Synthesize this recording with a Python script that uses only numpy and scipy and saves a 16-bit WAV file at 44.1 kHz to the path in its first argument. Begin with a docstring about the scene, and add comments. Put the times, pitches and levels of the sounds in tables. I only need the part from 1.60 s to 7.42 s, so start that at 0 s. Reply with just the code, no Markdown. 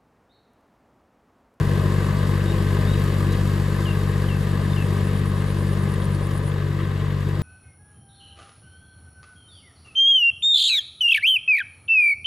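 """Tractor tilling a flooded field.

A three-cylinder diesel works some way off and turns slowly away. Its exhaust drones on the firing
rate, the block clatters with each firing, the tiller clanks and throws mud and water.
A bird whistles six times; a bush cricket rasps its wings ever louder, then stops.
Heard through two microphone ports on a hand-held device."""
import sys
import numpy as np
from scipy import signal
from scipy.fft import rfft, irfft
from scipy.io import wavfile
from scipy.ndimage import uniform_filter1d

SR = 44100
rng = np.random.default_rng(int(sys.argv[2]) if len(sys.argv) > 2 else 0)


def transcribe(u):
    """Save the signal u as a 16-bit wav file named by the first command-line argument.

    u: samples, shape (n,) or (channels, n), limited to [-1, 1]; the rate is SR.
    q: integer samples, one column per channel.
    """
    v = np.clip(np.atleast_2d(u).T, -1, 1)
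    q = np.round(v * 32767).astype(np.int16)
    wavfile.write(sys.argv[1], SR, q)


N = 256662
T = np.arange(N) / SR
HZ = np.maximum(np.arange(N // 2 + 1) * SR / N, 1)


# engine speed: time_s, cycles_per_s
ENGINE_SPEED = [(0.0, 16.108), (0.39, 16.108), (0.78, 16.103), (1.16, 16.103), (1.55, 16.027),
                (1.94, 16.12), (2.33, 16.108), (2.72, 15.968), (3.1, 16.102), (3.49, 16.203),
                (3.88, 16.148), (4.27, 16.028), (4.66, 16.164), (5.04, 15.942), (5.43, 16.013),
                (5.82, 16.015)]

def engine_cycles(first_firing_s=.0127):
    """Running count of four-stroke cycles: two crank turns and three firings each."""
    cycles_per_s, = in_time(ENGINE_SPEED)
    return np.cumsum(cycles_per_s) / SR - first_firing_s * cycles_per_s[0] + 1


# firing orders 1-3: broadside_db, fade_factor
MAIN_ORDERS = [(-27.5, 1.65), (-20.5, 0.96), (-23, .7)]
# firing orders 1-4: wander_db
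ORDER_WANDER_DB = [0.88, 0.55, 0.85, 0.71]
# weak exhaust tones: cycle_rate_multiple, level_db (re firing order 2)
MINOR_ORDERS = [(5, -24), (10, -17.5), (11, -18), (15, -23.5), (15.75, -22.5), (18, -27), (21, -20),
                (25, -22.5), (27, -23)]

def exhaust(cycle, fade_db, fourth_db, silencer_lead_rad=1.2):
    """Firing orders add in step to uneven puffs that swing in strength and phase once a crank turn."""
    levels_db = [db + factor * fade_db for db, factor in MAIN_ORDERS] + [fourth_db]
    levels_db = [db + wander_db * drift(2.0) for db, wander_db in zip(levels_db, ORDER_WANDER_DB)]
    firing, crank_rad = 3 * cycle, 4 * np.pi * cycle
    strength = np.interp(firing, np.arange(400), rng.standard_normal(400))
    swing = 1 + 0.18 * np.cos(crank_rad)
    out = from_db(levels_db[0] + 0.52 * drift(9.0)) * np.cos(2 * np.pi * firing + silencer_lead_rad)
    for k, db in enumerate(levels_db[1:], 1):
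        lead_rad = 0.025 * np.sin(crank_rad) + .05 * k * drift(15.0)
        out += from_db(db + 0.2 * k * strength) * swing * np.cos(2 * np.pi * (k + 1) * firing + lead_rad)
    for multiple, db in MINOR_ORDERS:
        gain = from_db(levels_db[1] + db + 2.55 * drift(3.4))
        out += gain * np.cos(2 * np.pi * multiple * cycle + .5 * drift(3.3) + rng.uniform(0, 2 * np.pi))
    return np.sqrt(2) * out


def knock(cycle, depth, decay_firings):
    """Envelope that jumps unevenly at each combustion and dies back until the next."""
    firing = 3 * cycle + 0.13
    strength = from_db(2.5 * rng.standard_normal(400))[firing.astype(int)]
    envelope = 1 + depth * strength * np.exp(-(firing % 1) / decay_firings)
    return uniform_filter1d(envelope, size=90)


# noise of block, gears and bonnet: freq_hz, density_db
CLATTER_SPECTRUM = [(24, -34), (45, -10), (70, 0), (170, 4.5), (260, -3.5), (400, -1), (600, -3.5),
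                    (1050, -3.5), (1600, -8), (2000, -11.5), (2800, -16.5), (3800, -20.5), (4500, -30.5),
                    (6000, -40.5), (16000, -55)]
# cancellation by the reflection off the water: centre_hz, width_hz, depth
WATER_NOTCHES = [(258, 51, 0.5), (733, 40, 0.67), (887, 175, 0.7), (1383, 234, 0.7), (2360, 260, 0.48)]
# bonnet and gearbox panels: centre_hz, width_hz, added_gain
PANEL_MODES = [(260, 9.8, 0.94), (333, 34, 1), (422, 14, 0.19), (490, 40, 0.5), (832, 20, 0.46),
               (990, 25, 0.52), (1060, 18, 0.5), (1230, 96, 0.21), (1540, 60, 0.15), (1690, 74, 0.57),
               (1910, 110, 0.25), (2640, 97, 0.13), (3825, 71, 0.73)]

def clatter(cycle, tilt_db):
    """Block and gear noise, beaten by the firings, ringing in panels, combed by the water's reflection."""
    colour = from_db(at_hz(CLATTER_SPECTRUM))
    for hz, width_hz, depth in WATER_NOTCHES:
        colour *= 1 - depth / (1 + (2 * (HZ - hz) / width_hz) ** 2)
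    for hz, width_hz, gain in PANEL_MODES:
        colour *= 1 + gain / (1 + (2 * (HZ - hz) / width_hz) ** 2)
    noise = rng.standard_normal((2, N)) * knock(cycle, depth=0.5, decay_firings=0.21)
    return flicker(spread(noise, colour), together_db=0.23, own_db=1.02, low_hz=164, tilt_db=tilt_db)


# gear whine: time_s, level_db
WHINE_LEVEL = [(0, -47), (2, -48), (3.2, -52), (4, -60), (5.82, -64)]

def gear_whine(mesh_hz=1545):
    """A thin, wavering tone of meshing teeth."""
    db, = in_time(WHINE_LEVEL)
    gain = from_db(db + drift(5.0))
    pitch_hz = mesh_hz + 3.52 * drift(3.07)
    return gain * np.sin(2 * np.pi * np.cumsum(pitch_hz) / SR)


# blades hitting something hard: start_s, level_db
BLADE_HITS = [(0.5644, -32), (1.4994, -35), (2.2598, -38), (4.3544, -37), (4.4164, -33), (4.7054, -32),
              (5.2, -29.5), (5.4104, -30), (5.5024, -34)]
# tiller hood: centre_hz, width_hz, level_db
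HOOD_MODES = [(1104, 350, 0.5), (1930, 310, 1), (3140, 950, -2.5)]

def tiller_clanks():
    """Each blade hit rattles briefly through the hood's broad resonances."""
    rings = 0
    for hz, width_hz, db in HOOD_MODES:
        gain = from_db(db + 2 * drift(7.4))
        ring = resonate(rng.standard_normal(N), hz, width_hz)
        rings += gain * unit_rms(resonate(ring, hz, width_hz))
    return from_db(-6) * impacts(BLADE_HITS, attack_s=0.0018) * rings


# thrown water: freq_hz, density_db
SPLASH_SPECTRUM = [(1500, -2), (3000, -4), (4500, 5), (6000, -3), (8000, 3), (10500, 0), (13000, -3),
                   (15100, -7), (15250, -8)]

def splash(cycle, drops_per_s=3000):
    """Dense drops of uneven size over spray hiss; exhaust jet hiss pulses within it."""
    sizes = from_db(3.0 * np.minimum(rng.exponential(1, (2, N)), 5))
    signs = rng.choice([-1, 1], (2, N))
    lands = rng.random((2, N)) < drops_per_s * from_db(2.0 * drift(12.0)) / SR
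    drops = .5 * unit_rms(sizes * signs * lands)
    hiss = rng.standard_normal((2, N)) * knock(cycle, depth=1.0, decay_firings=0.12)
    pair = spread(drops + hiss, from_db(at_hz(SPLASH_SPECTRUM)))
    return flicker(pair, together_db=.35, own_db=.75, low_hz=1500)


# clods landing: start_s, level_db
CLODS = [(1.72, -35), (4.7087, -39), (5.6845, -43)]

def mud_splats():
    """Each clod hits the water with a short, bright noise burst."""
    bursts = impacts(CLODS, attack_s=0.0014) * rng.standard_normal(N)
    return band_pass(bursts, 2500, 12000, order=1)


# rising calls: start_s, rise_s, top_hz, level_db, hold_s
RISING_CALLS = [(.87, .045, 3830, -43.5, 0), (1.262, .071, 3860, -43.5, .052), (1.69, .042, 4020, -45, 0)]
# upward glide: time_share, span_share_below_top, gain_db
RISE_SHAPE = [(0, 1, -8), (.35, .45, -2.5), (1, 0, 0)]
# downward flick: time_share, span_share_below_top, gain_db
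FLICK_SHAPE = [(.3, .47, -5), (.75, .88, 2), (1, 1, -5)]

def rising_notes(rise_hz=350, flick_s=.026, flick_end_hz=2420):
    """Curves (time_s, pitch_hz, level_db) of calls that rise and flick down; the top may sound on."""
    for start_s, rise_s, top_hz, db, hold_s in RISING_CALLS:
        top_s = start_s + rise_s
        rise = [(start_s + share * rise_s, top_hz - below * rise_hz, db + gain_db)
                for share, below, gain_db in RISE_SHAPE]
        flick = [(top_s + share * flick_s, top_hz - below * (top_hz - flick_end_hz), db + gain_db)
                 for share, below, gain_db in FLICK_SHAPE]
        yield rise + flick
        if hold_s:
            yield [(top_s, top_hz, db - 3.5), (top_s + hold_s, top_hz, db - 7.5)]


# falling whistles: start_s, length_s, settled_hz, level_db, fade_db_per_s
FALLING_CALLS = [(2.254, 0.066, 2820, -37.5, 10), (2.687, .075, 2735, -37, 110),
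                 (3.163, .036, 2720, -36, 400)]

def falling_notes(fall_hz=448, fall_s=0.0073, sag_hz_per_s=1100, loudest_s=0.01):
    """Curves of whistles that drop fast, then sag."""
    for start_s, length_s, settled_hz, db, fade_db_per_s in FALLING_CALLS:
        age_s = np.linspace(0, length_s, num=15)
        pitch_hz = settled_hz + fall_hz * np.exp(-age_s / fall_s) - sag_hz_per_s * age_s
        yield np.transpose([start_s + age_s, pitch_hz, db - fade_db_per_s * np.abs(age_s - loudest_s)])


# bird pips: middle_s, length_s, pitch_hz, level_db
PIP_CALLS = [(2.232, .018, 3620, -46), (2.66, .018, 3700, -50), (3.108, .012, 3580, -47),
             (3.123, .012, 4200, -47), (3.13, .016, 5000, -52), (3.135, .01, 3590, -39),
             (3.219, .034, 2645, -39), (4.552, .022, 4500, -51)]

def pip_notes(drop_hz=170, edge_db=-8):
    """Curves of short falling pips, loudest in the middle."""
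    for middle_s, length_s, hz, db in PIP_CALLS:
        yield [(middle_s + side * length_s / 2, hz - side * drop_hz / 2, db + abs(side) * edge_db)
               for side in (-1, 0, 1)]


def bird():
    """Gliding near-sines; loud, high notes carry a faint octave; the far bank adds two echoes."""
    song = np.zeros(N)
    for note in [*rising_notes(), *falling_notes(), *pip_notes()]:
        hz, db = in_time(note)
        gate = np.clip(np.minimum(T - note[0][0], note[-1][0] - T) / 0.0015, 0, 1)
        phase_rad = 2 * np.pi * np.cumsum(hz) / SR
        octave_gain = from_db(db + 29) * np.clip((hz - 3500) / 300, 0, 1)
        song += gate * from_db(db) * (np.sin(phase_rad) + octave_gain * np.sin(2 * phase_rad))
    song *= np.sqrt(2) * from_db(2.5 * drift(70.0))
    echoes = from_db(-22) * np.interp(T - .011, T, song) + from_db(-15) * np.interp(T - .027, T, song)
    return song + echoes


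# cricket's effort: time_s, level_db
RASP_EFFORT = [(0, -59), (1.6, -55), (2.6, -48.5), (3.9, -42.5), (4.9, -41)]
FULL_EFFORT_DB = -41

def rasps(last_s=4.901, period_s=.1073, drag_s=.005):
    """Rows (end_s, level_db), counted back from the last; the pace drags late, faint rasps are uneven."""
    k = np.arange(45)
    gaps_s = period_s + drag_s * np.exp(-k / 2.5)
    end_s = last_s - np.cumsum(gaps_s) + gaps_s[0]
    db = np.interp(end_s, *np.transpose(RASP_EFFORT))
    scatter_db = 0.11 * (FULL_EFFORT_DB - db) * rng.standard_normal(len(k))
    return np.transpose([end_s, db + scatter_db])


# closing and opening stroke: ring_hz, width_hz, level_db, swell_db_per_s, extra_db_per_effort_db
WING_STROKES = [(9550, 380, 0, 130, .6), (8850, 450, -7.5, 50, -.5)]

def cricket(stroke_hz=140):
    """Alternating strokes ring the wing; each rasp swells and breaks off; effort brightens it."""
    stroke = np.cumsum(stroke_hz * (1 + 0.033 * drift(25.0))) / SR
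    out, played = 0, rasps()
    for k, (hz, width_hz, wing_db, swell_db_per_s, effort_slope) in enumerate(WING_STROKES):
        envelope = np.zeros(N)
        for end_s, db in played:
            left_s = end_s + .006 - T
            gate = np.clip(np.minimum(left_s / 0.018, (.105 - left_s) / 0.038), 0, 1)
            top_db = db + effort_slope * (db - FULL_EFFORT_DB)
            envelope += from_db(top_db - swell_db_per_s * left_s.clip(0, 1)) * gate
        contact = np.exp(-(((stroke + k / 2) % 1 - .5) / .15) ** 2)
        ring = resonate(rng.standard_normal(N) * contact, hz, width_hz)
        out += from_db(wing_db) * envelope * unit_rms(band_pass(ring, 8250, 10000, order=3))
    return out


def from_db(db):
    """Decibels to gain."""
    return 10 ** (np.asarray(db) / 20)


def unit_rms(x):
    """Scale to rms 1."""
    return x / np.sqrt(np.mean(x ** 2) + 1e-20)


def in_time(rows):
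    """Each column after time_s, one value a sample."""
    time_s, *columns = np.transpose(rows)
    return [np.interp(T, time_s, column) for column in columns]


def at_hz(rows):
    """Rows (freq_hz, value) read at every FFT bin on a log-frequency axis."""
    hz, values = np.transpose(rows)
    return np.interp(np.log(HZ), np.log(hz), values)


def drift(corner_hz):
    """Random wander of rms 1: noise at every 40th sample through a double one-pole low-pass."""
    pole = np.exp(-80 * np.pi * corner_hz / SR)
    slow = signal.lfilter([1], [1, -2 * pole, pole * pole], rng.standard_normal(N // 40 + 2002))[2000:]
    return np.interp(np.arange(N) / 40, np.arange(len(slow)), unit_rms(slow))


def impacts(hits, attack_s, decay_s=0.012):
    """Envelope with a fast rise and an exponential decay for each hit."""
    envelope = np.zeros(N)
    for start_s, db in hits:
        age_s = np.maximum(T - start_s, 0)
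        envelope += from_db(db) * np.exp(-age_s / decay_s) * (1 - np.exp(-age_s / attack_s))
    return envelope


def resonate(x, hz, width_hz):
    """Two-pole resonance, peak gain 1."""
    r = np.exp(-np.pi * width_hz / SR)
    feedback = [1, -2 * r * np.cos(2 * np.pi * hz / SR), r * r]
    return signal.lfilter([(1 - r * r) / 2, 0, (r * r - 1) / 2], feedback, x)


def band_pass(x, low_hz, high_hz, order):
    """Flat-topped band filter."""
    return signal.sosfilt(signal.butter(order, [low_hz, high_hz], "band", fs=SR, output="sos"), x)


def flicker(pair, together_db, own_db, low_hz, tilt_db=0):
    """Six octave bands swell together slowly and flicker on their own; tilt_db is per octave."""
    spectrum, octave, swell = rfft(pair), np.log2(HZ / low_hz), drift(2.6)
    out = 0
    for k in range(6):
        band = irfft(spectrum * np.interp(octave, np.arange(6), np.arange(6) == k), N)
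        out += band * from_db(together_db * swell + own_db * drift(23.0) + tilt_db * (k - 3))
    return out


# left-right likeness: freq_hz, coherence
PORT_COHERENCE = [(100, 0.94), (450, 1), (690, 0.85), (800, 0.67), (1000, 0.94), (1400, 0.83), (1800, 0.83),
                  (2400, 0.55), (4000, 0.78), (5300, 0.87), (6500, 0.9), (8200, 0.4), (9200, 1),
                  (10200, 0.95), (15000, 0.8)]

def spread(noise_pair, colour):
    """Colour a source for both ports at rms 1; the right one hears a share of scattered sound."""
    coherence = at_hz(PORT_COHERENCE)
    direct, scattered = rfft(noise_pair)
    right = coherence * direct + np.sqrt(1 - coherence ** 2) * scattered
    return unit_rms(irfft(np.array([direct, right]) * colour, N))


# tractor turning away: time_s, engine_fade_db, splash_db, fourth_order_db, clatter_tilt_db_per_octave
TURN_AWAY = [(0, 0, -45, -30.5, -1), (.6, -.5, -45.5, -29.5, 0), (1.4, 0, -44, -28.5, 0),
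             (2.0, -1.4, -45, -28.5, 0), (2.5, -1.55, -46.5, -29.5, 0), (3.8, -2.5, -48, -28, 0),
             (4.3, -2.5, -48, -29, -.5), (4.8, -3.5, -51, -34.5, -.8), (5.3, -4, -52, -33.5, 0.15),
             (5.82, -4, -51, -34.5, 0.7)]

def scene():
    """The turning tractor, the cricket and the bird, slightly left, at the two ports."""
    cycle = engine_cycles()
    fade_db, splash_db, fourth_db, tilt_db = in_time(TURN_AWAY)
    centre = exhaust(cycle, fade_db, fourth_db) + gear_whine() + cricket() + mud_splats() + tiller_clanks()
    block = from_db(-27.5 + 1.086 * fade_db) * clatter(cycle, tilt_db)
    water = from_db(splash_db) * splash(cycle)
    return centre + block + water + bird() * from_db([[1.5], [0]])


# right port's colour: freq_hz, gain_db
RIGHT_PORT_GAIN = [(40, -2.5), (100, -3), (500, -3), (690, -6), (800, -2.5), (1000, -2), (1600, -4),
                   (2100, -4), (2900, -4), (3800, -4), (4400, 2), (6000, 1)]
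# right port's phase, turning a full cycle at the case resonance: freq_hz, lead_rad
RIGHT_PORT_PHASE = [(500, -.15), (620, -.8), (690, -2.4), (730, -3.8), (800, -4.6), (900, -5.65),
                    (2500, -5.8), (3300, -6.8), (3800, -5.5), (5000, -5.3), (6800, -6.28), (15800, 6.28)]

def record(dry, cutoff_hz=15450):
    """The right port has its own colour and phase; the device cuts the top steeply."""
    hz, lead_rad = np.transpose([(0, 0)] + RIGHT_PORT_PHASE)
    response = from_db(at_hz(RIGHT_PORT_GAIN)) * np.exp(1j * np.interp(HZ, hz, lead_rad))
    pair = np.array([dry[0], irfft(rfft(dry[1]) * response, N)])
    return signal.sosfilt(signal.ellip(12, .5, 75, cutoff_hz, fs=SR, output="sos"), pair)


dry = scene()
out = record(dry)
transcribe(out)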